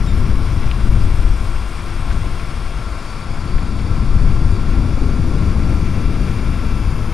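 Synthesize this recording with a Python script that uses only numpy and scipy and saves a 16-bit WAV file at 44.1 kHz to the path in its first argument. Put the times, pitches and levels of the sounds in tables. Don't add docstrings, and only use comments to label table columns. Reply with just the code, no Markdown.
import sys
import numpy as np
from scipy import signal
from scipy.fft import rfft, irfft
from scipy.io import wavfile
from scipy.ndimage import uniform_filter1d, minimum_filter1d

SR = 44100
rng = np.random.default_rng(int(sys.argv[2]) if len(sys.argv) > 2 else 0)


def unload_wav(signal):
    wavfile.write(
        sys.argv[1],
        SR,
        np.round(np.clip(np.atleast_2d(signal).T, -1, 1) * 32767).astype(np.int16),
    )


N = 314433
TIME = np.arange(N) / SR
FREQ = np.maximum(np.arange(N // 2 + 1) * SR / N, 1)
TEETH_PER_FIRING = 6


WHINE_PARTIALS = {2: -45, 4: -54, 7: -54, 8: -46.5, 12: -58.5, 13: -53.5, 14: -54, 15: -61, 16: -53.5, 18:
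                  -59.5, 19: -56, 20: -54, 21: -62.5, 22: -58.5, 23: -60, 24: -61.5, 25: -65, 26: -70.5, 27:
                  -58.5, 28: -62.5, 29: -58, 31: -60, 32: -62, 33: -62, 37: -66, 41: -71.5, 43: -72.5, 50:
                  -67, 55: -63, 58: -75}
# centre_hz, width_hz, gain_db
FLOW_EQ = [(7300, 530, 11.5), (4350, 550, 5.5), (2990, 800, -7), (1410, 72, 3.5), (340, 60, -4)]
LOAD_EQ = [(2370, 147, 7.5), (2640, 120, 12), (1230, 270, 5), (3050, 200, -10), (4530, 93, 1),
           (3580, 393, 7), (5530, 700, -1.5)]
THROTTLE_EQ = [(4837, 200, 5.5), (4350, 150, -15), (4000, 300, -15)]

def pump(teeth, gain_db=-0.32, flicker_db=1.6, blur_rad=.016):
    step = 441
    flow, load, throttle = hydraulics()[:, ::step]
    tooth_hz = curves(PUMP_SPEED)[0][::step]
    out = 0
    for k, db in WHINE_PARTIALS.items():
        hz = k * tooth_hz
        eq_db = flow * bumps(hz, FLOW_EQ) + load * bumps(hz, LOAD_EQ) + throttle * bumps(hz, THROTTLE_EQ)
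        phase = 2 * np.pi * (k * teeth + rng.random()) + blur_rad * k * walk(50)
        level_db = db + np.interp(TIME, TIME[::step], eq_db) + flicker_db * walk(27)
        out = out + undb(level_db) * np.sin(phase)
    return np.sqrt(2) * undb(gain_db) * out


# time_s, tooth_rate_hz
PUMP_SPEED = [(0.0, 168.9), (0.08, 170.2), (1.37, 170.8), (1.41, 170.2), (1.67, 172.1), (1.95, 169.2),
              (2.36, 170.6), (3.79, 170.2), (3.95, 169.0), (4.39, 171), (5.44, 171.2), (5.48, 169.7),
              (5.72, 171.1), (5.9, 168.2), (6.61, 169.3), (7.13, 164)]

def shaft(kick=.0055, wander=.0008):
    tooth_hz, = curves(PUMP_SPEED)
    firings = np.cumsum(tooth_hz) / SR / TEETH_PER_FIRING
    wobble = 1 + kick * np.sin(2 * np.pi * firings) + wander * walk(22.5)
    return np.cumsum(tooth_hz * wobble) / SR


# start_s, end_s, flow_share, load_share, throttle_share
LEVER_STROKES = [(-.2, 0.456, 0.5, 0, 0), (2.8, 5.805, 1, 0.33, 0.24), (5.79, 6.813, 0.53, 0.8, 0.5),
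                 (6.803, 7.4, 0.3, 0.2, 0.8)]

def hydraulics(ramp_s=0.16):
    held = 0
    for start, end, *setting in LEVER_STROKES:
        opening = np.clip(np.minimum(TIME - start, end - TIME) / ramp_s + .5, 0, 1)
        held = held + np.outer(setting, opening)
    return np.clip(held, 0, 1)


# frequency_hz, density_db
ENGINE_SPECTRUM = [(40, -52), (150, -68), (330, -67), (500, -68.5), (880, -68.5), (1500, -69), (1850, -75),
                   (2300, -73.5), (3000, -81.5), (4200, -85.5), (5200, -82.5), (7600, -93.5), (9600, -89.5),
                   (11000, -93.5)]
# frequency_hz, gain_db
TOP_ROLLOFF = [(11000, 0), (11700, -6), (13500, -14), (15700, -18)]
# centre_hz, width_hz, gain_db
HOOD_RESONANCES = [(1068, 140, 5), (1090, 74, 1.5), (1333, 30, 3.5)]
# time_s, gain_db
TREBLE_RIDE = [(0, 1.8), (1.1, 2.5), (2.5, 1), (3.6, -2.1), (5.6, -0.8), (7.13, 0)]

def engine(teeth, throb=0.04, body_load_db=-1.0, clatter_load_db=2.5):
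    _, load, _ = hydraulics()
    treble_db, = curves(TREBLE_RIDE)
    colour = contour(ENGINE_SPECTRUM) + contour(TOP_ROLLOFF) + bumps(FREQ, HOOD_RESONANCES)
    above_body, above_clatter = (1 / (1 + (hz / FREQ) ** 6) for hz in (1800, 4800))
    body = noise(colour + 10 * np.log10(1 - above_body))
    body *= undb(0.03 + body_load_db * load + 0.3 * walk(22))
    clatter = noise(colour + 10 * np.log10(above_body - above_clatter))
    clatter *= undb(-0.07 + clatter_load_db * load + 0.63 * treble_db + 1.15 * walk(27))
    hiss = reflected(colour + 10 * np.log10(above_clatter))
    hiss *= undb(treble_db + 0.65 * walk(13))
    firing_pulse = 1 + throb * np.cos(2 * np.pi * teeth / TEETH_PER_FIRING)
    return (body + clatter + hiss) * firing_pulse


def reflected(density_db, ripple_db=5.0, spacing_hz=95, count=5):
    out = 0
    for k in range(count):
        ripple = np.interp(FREQ / spacing_hz, np.arange(600), rng.standard_normal(600))
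        crossfade = np.clip(1 - np.abs(np.linspace(0, count - 1, N) - k), 0, 1)
        out = out + np.sqrt(crossfade) * noise(density_db + ripple_db * ripple)
    return out


HUM_PARTIALS = {1: -41, 2: -46, 3: -45, 4: -51, 8: -47, 10: -49, 23: -58}

def hum(teeth, fan_mean_hz=213.8, fan_db=-45, waver_db=2.5):
    tones = [(k * teeth / TEETH_PER_FIRING, db) for k, db in HUM_PARTIALS.items()]
    tones.append((fan_mean_hz * N / SR * teeth / teeth[-1], fan_db))
    return sum(undb(db + waver_db * walk(1.4)) * np.sin(2 * np.pi * (cycles + rng.random()))
               for cycles, db in tones)


def whistle(pitch_hz=4593, half_width_hz=21, level_db=-57):
    flow, _, _ = hydraulics()
    tone = noise(-20 * np.log10(1 + ((FREQ - pitch_hz) / half_width_hz) ** 2))
    return tone / tone.std() * flow * undb(level_db)


# time_s, pitch_hz, level_db
SQUEAK_GLIDE = [(.055, 3790, -63.5), (.075, 3750, -42), (.086, 3710, -39), (.098, 3650, -41),
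                (.125, 3560, -51), (.145, 3580, -60.5)]

def squeak(octave_db=-9, waver=0.0078, rough_db=3):
    hz, db = curves(SQUEAK_GLIDE)
    phase = 2 * np.pi * np.cumsum(hz * (1 + waver * walk(300))) / SR
    tone = np.sin(phase) + undb(octave_db) * np.sin(2 * phase)
    gate = (TIME > SQUEAK_GLIDE[0][0]) & (TIME < SQUEAK_GLIDE[-1][0])
    return gate * undb(db + rough_db * walk(150)) * tone


# peak_s, level_db, pitch_hz, half_length_s
CLICK_HITS = [(0.7116, -23, 2190, 0.00034), (0.7143, -14, 2920, 0.00026), (0.7147, -24, 2750, 0.00034),
              (0.721, -28, 2600, 0.00035)]

def click():
    return sum(undb(db) * np.exp(-((TIME - s) / half_s) ** 2) * np.cos(2 * np.pi * hz * (TIME - s))
               for s, db, hz, half_s in CLICK_HITS)


# start_s, level_db, centre_hz, t60_s
CLANK_HITS = [(2.08, -35, 798, .12), (2.102, -31.5, 1500, 0.16), (2.125, -40, 4400, 0.1),
              (2.165, -36, 1400, 0.083), (2.395, -34, 2100, .09), (3.58, -33, 1815, 0.078),
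              (3.786, -37, 3600, 0.058)]

def clanks(octave_fall_db=11, attack_s=.002):
    out = 0
    for start, db, hz, t60 in CLANK_HITS:
        ring = noise(contour(TOP_ROLLOFF) - octave_fall_db * np.log2(FREQ / hz) ** 2)
        age = np.clip(TIME - start, 0, 10 * t60)
        envelope = np.minimum(age / attack_s, 1) * undb(db - 60 * age / t60)
        out = out + ring / ring.std() * envelope
    return out


# frequency_hz, relative_db
WIND_SPECTRUM = [(6, -11.5), (14, 4), (28, -3), (50, -3), (80, -7.5), (130, -13), (200, -16), (300, -22),
                 (450, -31), (800, -42.5), (2000, -68), (16000, -125)]
# time_s, strength_db
GUST_RIDE = [(0.0, -20.5), (0.18, -16), (0.4, -18.5), (0.7, -21.0), (0.93, -16.0), (1.3, -20.5),
             (1.62, -29.0), (1.95, -27), (2.13, -20), (2.42, -27), (2.75, -26.5), (3.05, -32.5),
             (3.55, -22), (3.75, -21.5), (4.2, -16.5), (4.65, -17), (5.6, -17), (7.13, -21.5)]
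# time_s, tilt_db
EDDY_BALANCE = [(0, 0), (1.3, -2), (2.6, 0), (3.9, 2.5), (4.35, -1.5), (5.0, 3.5), (5.8, 2.5), (7.13, 2.5)]
# peak_s, half_length_s, boost_db
HEAVY_BUFFETS = [(1.06, .06, 3.5), (1.25, 0.073, 3), (1.548, .07, 6), (3.556, 0.027, 11), (4.134, 0.026, 5),
                 (4.48, 0.03, 7)]

def wind(usual_db=-19, thump_db=3.5, rumble_db=-0.47, flutter_db=-10.0, steadiness=0.79):
    gust = curves(GUST_RIDE)[0] - usual_db
    tilt, = curves(EDDY_BALANCE)
    buffets = sum(db * np.exp(-((TIME - s) / half_s) ** 2) for s, half_s, db in HEAVY_BUFFETS)
    above_thump, above_rumble = (1 / (1 + (hz / FREQ) ** 10) for hz in (52, 150))
    bands = [(1 - above_thump, thump_db + 0.84 * gust - tilt + buffets + 1.5 * walk(9.2)),
             (above_thump - above_rumble, rumble_db + gust + 1.42 * walk(14)),
             (above_rumble, flutter_db + 1.08 * gust + tilt + 1.05 * walk(28))]
    out = 0
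    for share, db in bands:
        band = noise(contour(WIND_SPECTRUM) + 10 * np.log10(np.maximum(share, 1e-15)))
        swell = uniform_filter1d(band ** 2, size=4000) / band.var()
        band = band / np.maximum(swell, 1e-6) ** (steadiness / 2)
        out = out + band / band.std() * undb(usual_db + db)
    edge_fade = np.minimum(np.minimum(TIME, TIME[::-1]) / .005, 1)
    return out * edge_fade


def undb(db):
    return 10 ** (np.asarray(db) / 20)


def curves(table):
    times, *columns = np.transpose(table)
    return [np.interp(TIME, times, column) for column in columns]


def contour(points):
    hz, db = np.transpose(points)
    return np.interp(np.log(FREQ), np.log(hz), db)


def bumps(hz, peaks):
    return sum(db / (1 + (2 * (hz - centre) / width) ** 2) for centre, width, db in peaks)


def noise(density_db):
    return irfft(rfft(rng.standard_normal(N)) * undb(density_db), N) * np.sqrt(SR / 2)


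def walk(rate_hz):
    knots = rng.standard_normal(16384)
    lowpass = np.exp(-(FREQ[:len(knots) // 2 + 1] / rate_hz) ** 2)
    knots = irfft(rfft(knots) * lowpass)
    wander = np.interp(TIME, np.linspace(0, N / SR, len(knots)), knots)
    return wander / wander.std()


def scene(left_db=2.5, right_db=-3.52):
    teeth = shaft()
    mono = engine(teeth) + hum(teeth) + pump(teeth) + wind() + whistle() + click() + clanks() + squeak()
    return undb([[left_db], [right_db]]) * mono


def record(dry, top_hz=15700):
    safe_gain = 1 / np.maximum(np.abs(dry).max(axis=0), 1)
    gain = uniform_filter1d(minimum_filter1d(safe_gain, size=441), size=441)
    lowpass = signal.ellip(10, .1, 90, top_hz, fs=SR, output="sos")
    return signal.sosfilt(lowpass, gain * dry)


dry = scene()
out = record(dry)
unload_wav(out)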